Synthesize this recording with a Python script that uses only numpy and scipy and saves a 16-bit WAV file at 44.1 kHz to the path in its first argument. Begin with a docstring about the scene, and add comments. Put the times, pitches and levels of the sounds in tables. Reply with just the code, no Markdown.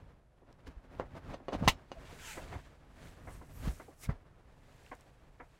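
"""A driver fastens his seat belt in a parked truck cab, heard from a microphone clipped to his shirt.
Cloth rustles over the quiet room tone, with dull knocks and the odd belt tick here and throughout.
From 1 s the steel tongue taps around the plastic buckle; at 1.7 s the latch snaps shut and rings,
and a small click follows. He draws the webbing over his chest with a rasping zip, then lets it drop
back, bumping the microphone near 3.7 and 4.1 s. A few last ticks and knocks sound as he settles."""
import sys
import numpy as np
from scipy import signal
from scipy.fft import rfft, irfft, next_fast_len
from scipy.io import wavfile
from scipy.ndimage import uniform_filter1d, map_coordinates

SR = 44100
rng = np.random.default_rng(int(sys.argv[2]) if len(sys.argv) > 2 else 0)


def generate_wav(sig):
    """Save sig (samples, or channels by samples) to the path in sys.argv[1] as 16-bit PCM at SR."""
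    pcm = np.round(np.clip(np.atleast_2d(sig).T, -1, 1) * 32767).astype(np.int16)
    wavfile.write(sys.argv[1], SR, pcm)


N = 246903
TIME = np.arange(N) / SR
HIT = np.arange(SR // 3) / SR  # time within one hit
AROUND = np.arange(-SR // 5, SR // 5) / SR  # time around the peak of one stroke


def amp(db):
    """Decibels to gain."""
    return 10 ** (np.asarray(db) / 20)


def unit(x):
    """Scale to rms 1."""
    return x / np.sqrt(np.mean(x ** 2) + 1e-20)


def crest(x):
    """Scale a hit so that its loudest 3 ms peak near 1."""
    return x / np.sqrt(4 * np.max(uniform_filter1d(x * x, size=128)) + 1e-20)


def along(points, hz):
    """Read a curve of (Hz, value) points on a log frequency axis."""
    freqs, values = np.transpose(points)
    return np.interp(np.log(hz + 1), np.log(freqs + 1), values)


def octaves(hz):
    """Octaves above 1.5 kHz, flat in the bass."""
    return np.log2(np.maximum(hz, 400) / 1500)


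def wobble(rate, size=N):
    """A smooth, bounded random curve, rate knots a second."""
    knots = np.clip(rng.standard_normal(int(size * rate / SR) + 4), -1.5, 1.5)
    return map_coordinates(knots, [np.arange(size) * rate / SR])


def eq(x, db_of):
    """Minimum-phase EQ whose gain in dB is db_of(Hz)."""
    size = 2 * next_fast_len(len(x) // 2 + 4096)
    gain = np.maximum(amp(db_of(np.fft.rfftfreq(size, 1 / SR))), 1e-6)
    cepstrum = irfft(np.log(gain), size)
    cepstrum[1:size // 2] *= 2  # folded forward, so nothing rings before a hit
    cepstrum[size // 2 + 1:] = 0
    return irfft(rfft(x, size) * np.exp(rfft(cepstrum)), size)[:len(x)]


def add(track, s, sound):
    """Mix a sound into the track at time s."""
    start = round(s * SR)
    sound = sound[max(-start, 0):N - start]
    track[max(start, 0):][:len(sound)] += sound


def burst(t60, attack):
    """Noise of energy 1 that swells and dies."""
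    noise = rng.standard_normal(len(HIT)) * amp(-60 * HIT / t60) * (1 - np.exp(-HIT / attack))
    return noise / np.linalg.norm(noise)


def ring(table, tilt_db, scatter_db):
    """Struck metal rings, each mode at a new strength for every hit."""
    hz, db, t60 = np.transpose(table)[:, :, None]
    level_db = db + tilt_db * octaves(hz) + scatter_db * rng.standard_normal(hz.shape)
    modes = amp(level_db - 60 * HIT / t60) * np.sin(2 * np.pi * hz * HIT)
    attack = 1 - np.exp(-HIT / 0.00057)
    return crest(modes.sum(0) * attack)


def movement(s, rise, fall, rounding=0.35):
    """Speed of one move: it builds up, rounds off at 1 at time s and dies away."""
    from_peak = (TIME - s) / np.where(TIME < s, rise, fall)
    return np.exp(rounding - np.hypot(from_peak, rounding))


def friction(spectrum, grain_db, flutter_db, tilt_db=0, size=N):
    """Threads catch and slip: grainy noise of rms 1 whose pressure flutters."""
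    noise = rng.standard_normal(size)
    grains = noise * amp(grain_db * wobble(810, size) + flutter_db * wobble(45, size))
    return unit(eq(grains, lambda hz: along(spectrum, hz) + tilt_db * octaves(hz)))


# the quiet cab: freq_hz, gain_db
ROOM_TONE_EQ = [(12, -26), (20, 1.5), (53, 1), (90, -8), (137, -3.5), (268, -25), (586, -15), (969, -25),
                (1650, -32), (4630, -44), (11000, -46), (12600, -51.5), (15800, -60)]


def room_tone():
    """A faint, bass-heavy bed of noise."""
    return amp(-65) * unit(eq(rng.standard_normal(N), lambda hz: along(ROOM_TONE_EQ, hz)))


# the shirt never lies quite still: time_s, rub_db
FIDGET = [(0.28, -76.5), (0.5, -68.5), (0.85, -64), (2.8, -65.5), (4.3, -67), (4.7, -64.5), (5.6, -69.5)]
# the driver leans, reaches and settles: peak_s, rub_db, rumble_db, rise_s, fall_s
LEANS = [(0.03, -62.5, -53, 0.11, 0.089), (0.7, -61, -55, 0.063, 0.028), (1.01, -56, -49.5, 0.082, 0.064),
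         (1.17, -49, -45, 0.038, 0.018), (1.3, -49, -44.5, 0.049, 0.03), (1.66, -45.5, -38, 0.057, .05),
         (2.08, -54, -57, 0.088, 0.099), (2.541, -51.5, -49.5, 0.18, 0.054),
         (3.06, -54.5, -51.5, 0.082, 0.056), (3.31, -56.5, -49, 0.088, 0.092),
         (3.67, -49.5, -39.5, 0.07, 0.046), (4.099, -50, -35.5, 0.015, 0.025)]
# tone of the handling rumble and of the rub: freq_hz, gain_db
RUMBLE_EQ = [(12, -28.5), (20, 0.5), (86, -3), (167, -14), (239, -20.5), (260, -11), (340, -42),
             (570, -120)]
RUB_EQ = [(88, -27.5), (150, -1.5), (196, -11.5), (248, -9.5), (687, -12.5), (787, -14.5), (918, -15),
          (1110, -16), (1730, -20), (2270, -24.5), (3030, -29.5), (15000, -52)]


def cloth_rustle():
    """Shirt and seat rub as the driver leans, and shake the microphone into a low rumble."""
    fidget_db = np.interp(TIME, *np.transpose(FIDGET))
    rub_power = amp(fidget_db) ** 2
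    rumble_power = amp(fidget_db + 1) ** 2
    for s, rub_db, rumble_db, rise, fall in LEANS:
        speed = movement(s, rise, fall)
        rub_power += (amp(rub_db) * speed) ** 2
        rumble_power += (amp(rumble_db) * speed) ** 2
    rumble = np.sqrt(rumble_power) * friction(RUMBLE_EQ, grain_db=1, flutter_db=1)
    rub = np.sqrt(rub_power) * friction(RUB_EQ, grain_db=1.5, flutter_db=2.5)
    return rumble + rub


# the cab's panel resonances: centre_hz, half_width_hz, weight_db
PANELS = [(275, 30, -3), (480, 40, -5), (740, 60, 0), (1000, 90, -2), (1330, 50, -3), (1700, 80, -8),
          (2060, 110, -1)]
# a knock's muffled tone: freq_hz, gain_db
KNOCK_EQ = [(100, -36), (250, 4.5), (500, 3.5), (800, 2.5), (1300, -1), (2100, -4), (2700, -18.5),
            (4000, -34), (9000, -55)]
# dull knocks in the cab: start_s, level_db, tilt_db_per_octave
KNOCKS = [(0.416, -49, -11), (0.663, -42, -16), (1.0, -36, 1), (1.398, -43, -10), (1.522, -28.5, -6.5),
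          (2.371, -32.5, -0.5), (2.524, -36.5, 1.5), (2.545, -38.5, 0), (3.27, -37.5, -1.5),
          (3.412, -43, -4), (3.796, -37, -0.5), (3.879, -41.5, -10), (4.089, -32.5, -0.5),
          (4.9133, -33.5, 1), (5.055, -56, -9), (5.397, -38, 1)]


def cab_knocks():
    """Soft blows spread through the cab's panels and lose their treble."""
    out = np.zeros(N)
    panels = lambda hz: sum(amp(db) / (1 + ((hz - centre) / width) ** 2) for centre, width, db in PANELS)
    for s, db, tilt_db in KNOCKS:
        tone = lambda hz: along(KNOCK_EQ, hz) + 7 * panels(hz) + tilt_db * octaves(hz)
        knock = eq(burst(t60=0.1, attack=0.0036), tone)
        add(out, s, amp(db - 2) * crest(knock))
    return out


# tone of the slipping weave: freq_hz, gain_db
WEAVE_EQ = [(60, -20.5), (200, 2), (800, 0.5), (2200, -4.0), (5000, -9.5), (10000, -20), (16000, -24)]
# quick rubs: peak_s, level_db, rise_s, fall_s, tilt_db_per_octave
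SLIPS = [(0.49, -63, 0.03, 0.048, -5.5), (0.675, -56, 0.014, 0.014, -1.5), (1.168, -49, 0.015, 0.017, -7.5),
         (1.301, -50, 0.038, 0.029, -5), (1.345, -49.5, 0.027, 0.011, -4.5),
         (1.546, -49, 0.038, 0.026, -3.5), (1.651, -52.5, 0.028, 0.04, -0.5),
         (2.129, -52.5, 0.0049, 0.017, -9), (3.675, -49.5, 0.044, 0.029, 0),
         (4.047, -52.5, 0.019, 0.018, 2)]


def slips():
    """Cloth and tongue slip in short, grainy scuffs."""
    out = np.zeros(N)
    for s, db, rise, fall, tilt_db in SLIPS:
        stroke = np.exp(-(AROUND / np.where(AROUND < 0, rise, fall)) ** 2)
        scuff = friction(WEAVE_EQ, grain_db=3, flutter_db=4, tilt_db=tilt_db, size=len(AROUND))
        add(out, s + AROUND[0], amp(db) * stroke * scuff)
    return out


# the belt ticks as it shifts: start_s, level_db, pitch_hz
TICKS = [(0.527, -58, 4480), (4.8636, -49.5, 2360), (4.951, -57, 7400), (5.009, -55, 6400)]


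def belt_ticks(skirt_db_per_octave=15.5):
    """The belt's edge catches and lets go with a small, dry tick."""
    out = np.zeros(N)
    for s, db, pitch_hz in TICKS:
        tone = lambda hz: -skirt_db_per_octave * np.abs(octaves(hz) - octaves(pitch_hz))
        tick = eq(burst(t60=0.0085, attack=0.00024), tone)
        add(out, s, amp(db) * crest(tick))
    return out


# belt and shirt bump the microphone: start_s, level_db, pitch_hz
BUMPS = [(0.675, -41.5, 57.4), (0.762, -40, 43.5), (1.55, -29, 254), (1.556, -34, 75), (1.610, -32, 148),
         (1.622, -23, 177), (1.634, -30, 110.5), (1.674, -20, 201), (1.68, -39, 32.9), (1.972, -42.5, 45),
         (2.556, -33, 83.5), (3.673, -24, 139), (3.678, -24.5, 51.6), (4.089, -23, 128), (4.102, -42, 52.3)]


def mic_bumps():
    """Each bump pushes the microphone through a cycle or two: a low thump."""
    out = np.zeros(N)
    for s, db, pitch_hz in BUMPS:
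        cycles = pitch_hz * HIT
        swell = cycles / 0.57  # the envelope peaks after 0.57 cycles
        envelope = (swell * np.exp(1 - swell)) ** 2
        add(out, s, amp(db) * envelope * np.sin(2 * np.pi * cycles))
    return out


# ring of the buckle's frame and tongue: pitch_hz, level_db, t60_s
STEEL_MODES = [(800, -5, .05), (898, 0, .05), (1025, -2, .06), (1105, -5, .045), (1302, -12, .06),
               (1490, -18, .07), (1864, -6, .06), (2000, -9, .05), (2222, -12, .064), (2430, -11, .05),
               (2575, -9, .05), (2716, -7, .06), (2856, -3.5, .065), (3022, -10, .06), (3404, -15, .07),
               (3868, -16, .08), (4168, -15, .07), (4458, -11.5, .063), (4793, -14, .06), (6140, -11, .055),
               (8288, -23, .07)]
# the buckle's plastic housing: freq_hz, gain_db
HOUSING_EQ = [(60, -15.5), (140, -2.5), (280, -4), (550, 2.5), (900, -4.5), (1250, -11.5), (1700, -18),
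              (2700, -22), (4500, -30), (6600, -36), (9000, -46.5), (15000, -60.5)]
# tongue and buckle make contact: start_s, level_db, treble_db, clatter_db
TAPS = [(0.9983, -19.5, -8, -3.5), (1.002, -31.5, -4, 5.5), (1.153, -40.5, -11, 0), (1.337, -34.5, 4, 10),
        (1.3435, -31.5, 0, -20), (1.4836, -24.5, -4, 1), (1.5302, -28, 4.5, 4.5), (1.539, -28, -1, -3),
        (1.5507, -25, -10.5, -6), (1.611, -35, -5.5, -2.5), (1.628, -29, -9.5, -0.5),
        (1.637, -29, -6, -0.5), (1.647, -39.5, 14, 5), (1.9176, -28.5, 3.5, -5.5)]


def buckle_taps():
    """Tongue and buckle knock, with one small click after latching: plastic, clatter, a little steel."""
    out = np.zeros(N)
    for s, db, treble_db, clatter_db in TAPS:
        contact = (HIT == 0) + amp(clatter_db) * burst(t60=0.12, attack=0.0011)
        tone = lambda hz: along(HOUSING_EQ, hz) + treble_db * np.clip(octaves(hz), 0, 1)
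        click = crest(eq(contact, tone))
        steel = amp(-18.5) * ring(STEEL_MODES, tilt_db=0.7 * treble_db, scatter_db=4.5)
        add(out, s, amp(db) * (click + steel))
    return out


# tone of the latch's rattle: freq_hz, gain_db
RATTLE_EQ = [(120, -9.5), (300, -18), (650, -15), (950, -2), (1300, -13.5), (1620, -21), (1950, -5.5),
             (2900, -3.5), (4400, -11.5), (5200, -12), (6400, -12), (9500, -21.5), (15500, -25)]
# the latch spring sings on faintly: pitch_hz, level_db, t60_s
SPRING_MODES = [(3854, -8, .22), (4043, -3, .2), (4480, -8, .22), (5378, 0, .27)]
# the pawl's three quick contacts: start_s, level_db, tilt_db_per_octave
PAWL_HITS = [(1.6767, -14.5, -9.5), (1.6793, -11.5, -2.5), (1.6837, -12.5, 0)]


def latch_snap():
    """The sprung pawl drops through the tongue, rattles the housing and sets the steel ringing."""
    out = np.zeros(N)
    for s, db, tilt_db in PAWL_HITS:
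        tone = lambda hz: along(RATTLE_EQ, hz) + tilt_db * octaves(hz)
        rattle = eq(burst(t60=0.071, attack=0.0002), tone)
        add(out, s, amp(db - 4.5) * crest(rattle))
    frame = amp(-10) * ring(STEEL_MODES, tilt_db=-0.4, scatter_db=0.7)
    spring = amp(-56) * ring(SPRING_MODES, tilt_db=0, scatter_db=1)
    add(out, PAWL_HITS[0][0], frame + spring)
    return out


# zips of the weave: peak_s, level_db, half_length_s, pitch_hz, glide_octaves_per_s, width_hz
ZIPS = [(1.975, -53, 0.015, 660, 0.5, 60), (2.272, -63, 0.068, 1334, -1, 151.4),
        (2.281, -58.5, 0.055, 918, -2, 121.6), (2.301, -55.5, 0.076, 2620, -4.5, 593),
        (2.294, -55.5, 0.076, 7060, 1.5, 3020), (2.385, -46.5, 0.017, 670, -0.5, 119.2),
        (3.335, -68.5, 0.021, 8900, -3.5, 2400), (3.57, -68, 0.049, 12850, 0, 3900),
        (4.05, -55.5, 0.015, 2190, 2, 401)]


def webbing_zips():
    """The belt's ribs run over an edge and sing a fuzzy note that glides as the belt changes speed."""
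    out = np.zeros(N)
    for s, db, half_length, pitch_hz, glide, width_hz in ZIPS:
        phase = 2 * np.pi * np.cumsum(pitch_hz * 2 ** (glide * AROUND)) / SR
        note = wobble(width_hz, len(AROUND)) * np.cos(phase)
        note += wobble(width_hz, len(AROUND)) * np.sin(phase)
        stroke = np.exp(-(AROUND / half_length) ** 2)
        add(out, s + AROUND[0], amp(db) * stroke * unit(note))
    return out


# tone of the belt's rasp and of its hiss: freq_hz, gain_db
RASP_EQ = [(880, -37), (1500, 2), (2760, -1.5), (3700, -5), (4670, -6.5), (5330, -11), (6620, -11),
           (8000, -12), (10400, -32.5), (17600, -120)]
HISS_EQ = [(3240, -21.5), (5500, -2.5), (6280, -2.5), (8000, -1.5), (9510, -2.5), (13100, -7), (15800, -11)]
# the belt is drawn out or runs back: peak_s, rasp_db, hiss_db, rise_s, fall_s
PULLS = [(2.11, -62, -72, 0.1, 0.17), (2.3, -49, -55, 0.066, 0.066), (2.53, -63, -74, 0.12, 0.13),
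         (3.06, -62.5, -70, .075, 0.086), (3.33, -66.5, -65.5, 0.056, .06), (3.67, -64, -61.5, 0.11, 0.13),
         (4.04, -62, -53, 0.023, 0.012), (4.87, -69, -76, 0.21, 0.19), (5.54, -77, -84, 0.2, 0.16)]


def webbing_pulls():
    """The woven belt rasps and hisses over the shirt, louder the faster it runs."""
    rasp_power, hiss_power = np.zeros(N), np.zeros(N)
    for s, rasp_db, hiss_db, rise, fall in PULLS:
        speed = movement(s, rise, fall)
        rasp_power += (amp(rasp_db) * speed) ** 2
        hiss_power += (amp(hiss_db) * speed ** 1.01) ** 2
    rasp = np.sqrt(rasp_power) * friction(RASP_EQ, grain_db=1.5, flutter_db=2.5)
    hiss = np.sqrt(hiss_power) * friction(HISS_EQ, grain_db=2, flutter_db=-0.5)
    return rasp + hiss


# the cab's reverb time: freq_hz, t60_s
CAB_DECAY = [(100, .16), (500, 0.045), (2000, 0.11), (6000, 0.13), (15000, 0.084)]


def cab_reverb(x):
    """The small upholstered cab answers with a short tail."""
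    hz, t, bands = signal.stft(rng.standard_normal(SR // 3), SR, nperseg=256)
    decay = amp(-60 * t / along(CAB_DECAY, hz)[:, None])
    tail = signal.istft(bands * decay, SR, nperseg=256)[1]
    predelayed = np.pad(x, (180, 0))  # 4 ms
    return signal.fftconvolve(predelayed, tail / np.linalg.norm(tail))[:N]


def scene():
    """Only the hard hits get reverb; one microphone feeds both channels, the left a little weaker."""
    hits = latch_snap() + buckle_taps() + cab_knocks() + belt_ticks()
    mono = room_tone() + hits + amp(-22) * cab_reverb(hits) + mic_bumps()
    mono += cloth_rustle() + slips() + webbing_pulls() + webbing_zips()
    return mono * amp([[-0.25], [0.25]])


def record(dry):
    """A steep high cut takes off the very top."""
    cutoff_hz, edge_hz = 15900, 300
    size = next_fast_len(N + SR // 2)
    passband = np.clip((cutoff_hz - np.fft.rfftfreq(size, 1 / SR)) / edge_hz + 0.5, 0, 1)
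    return irfft(rfft(dry, size) * passband, size)[:, :N]


dry = scene()
out = record(dry)
generate_wav(out)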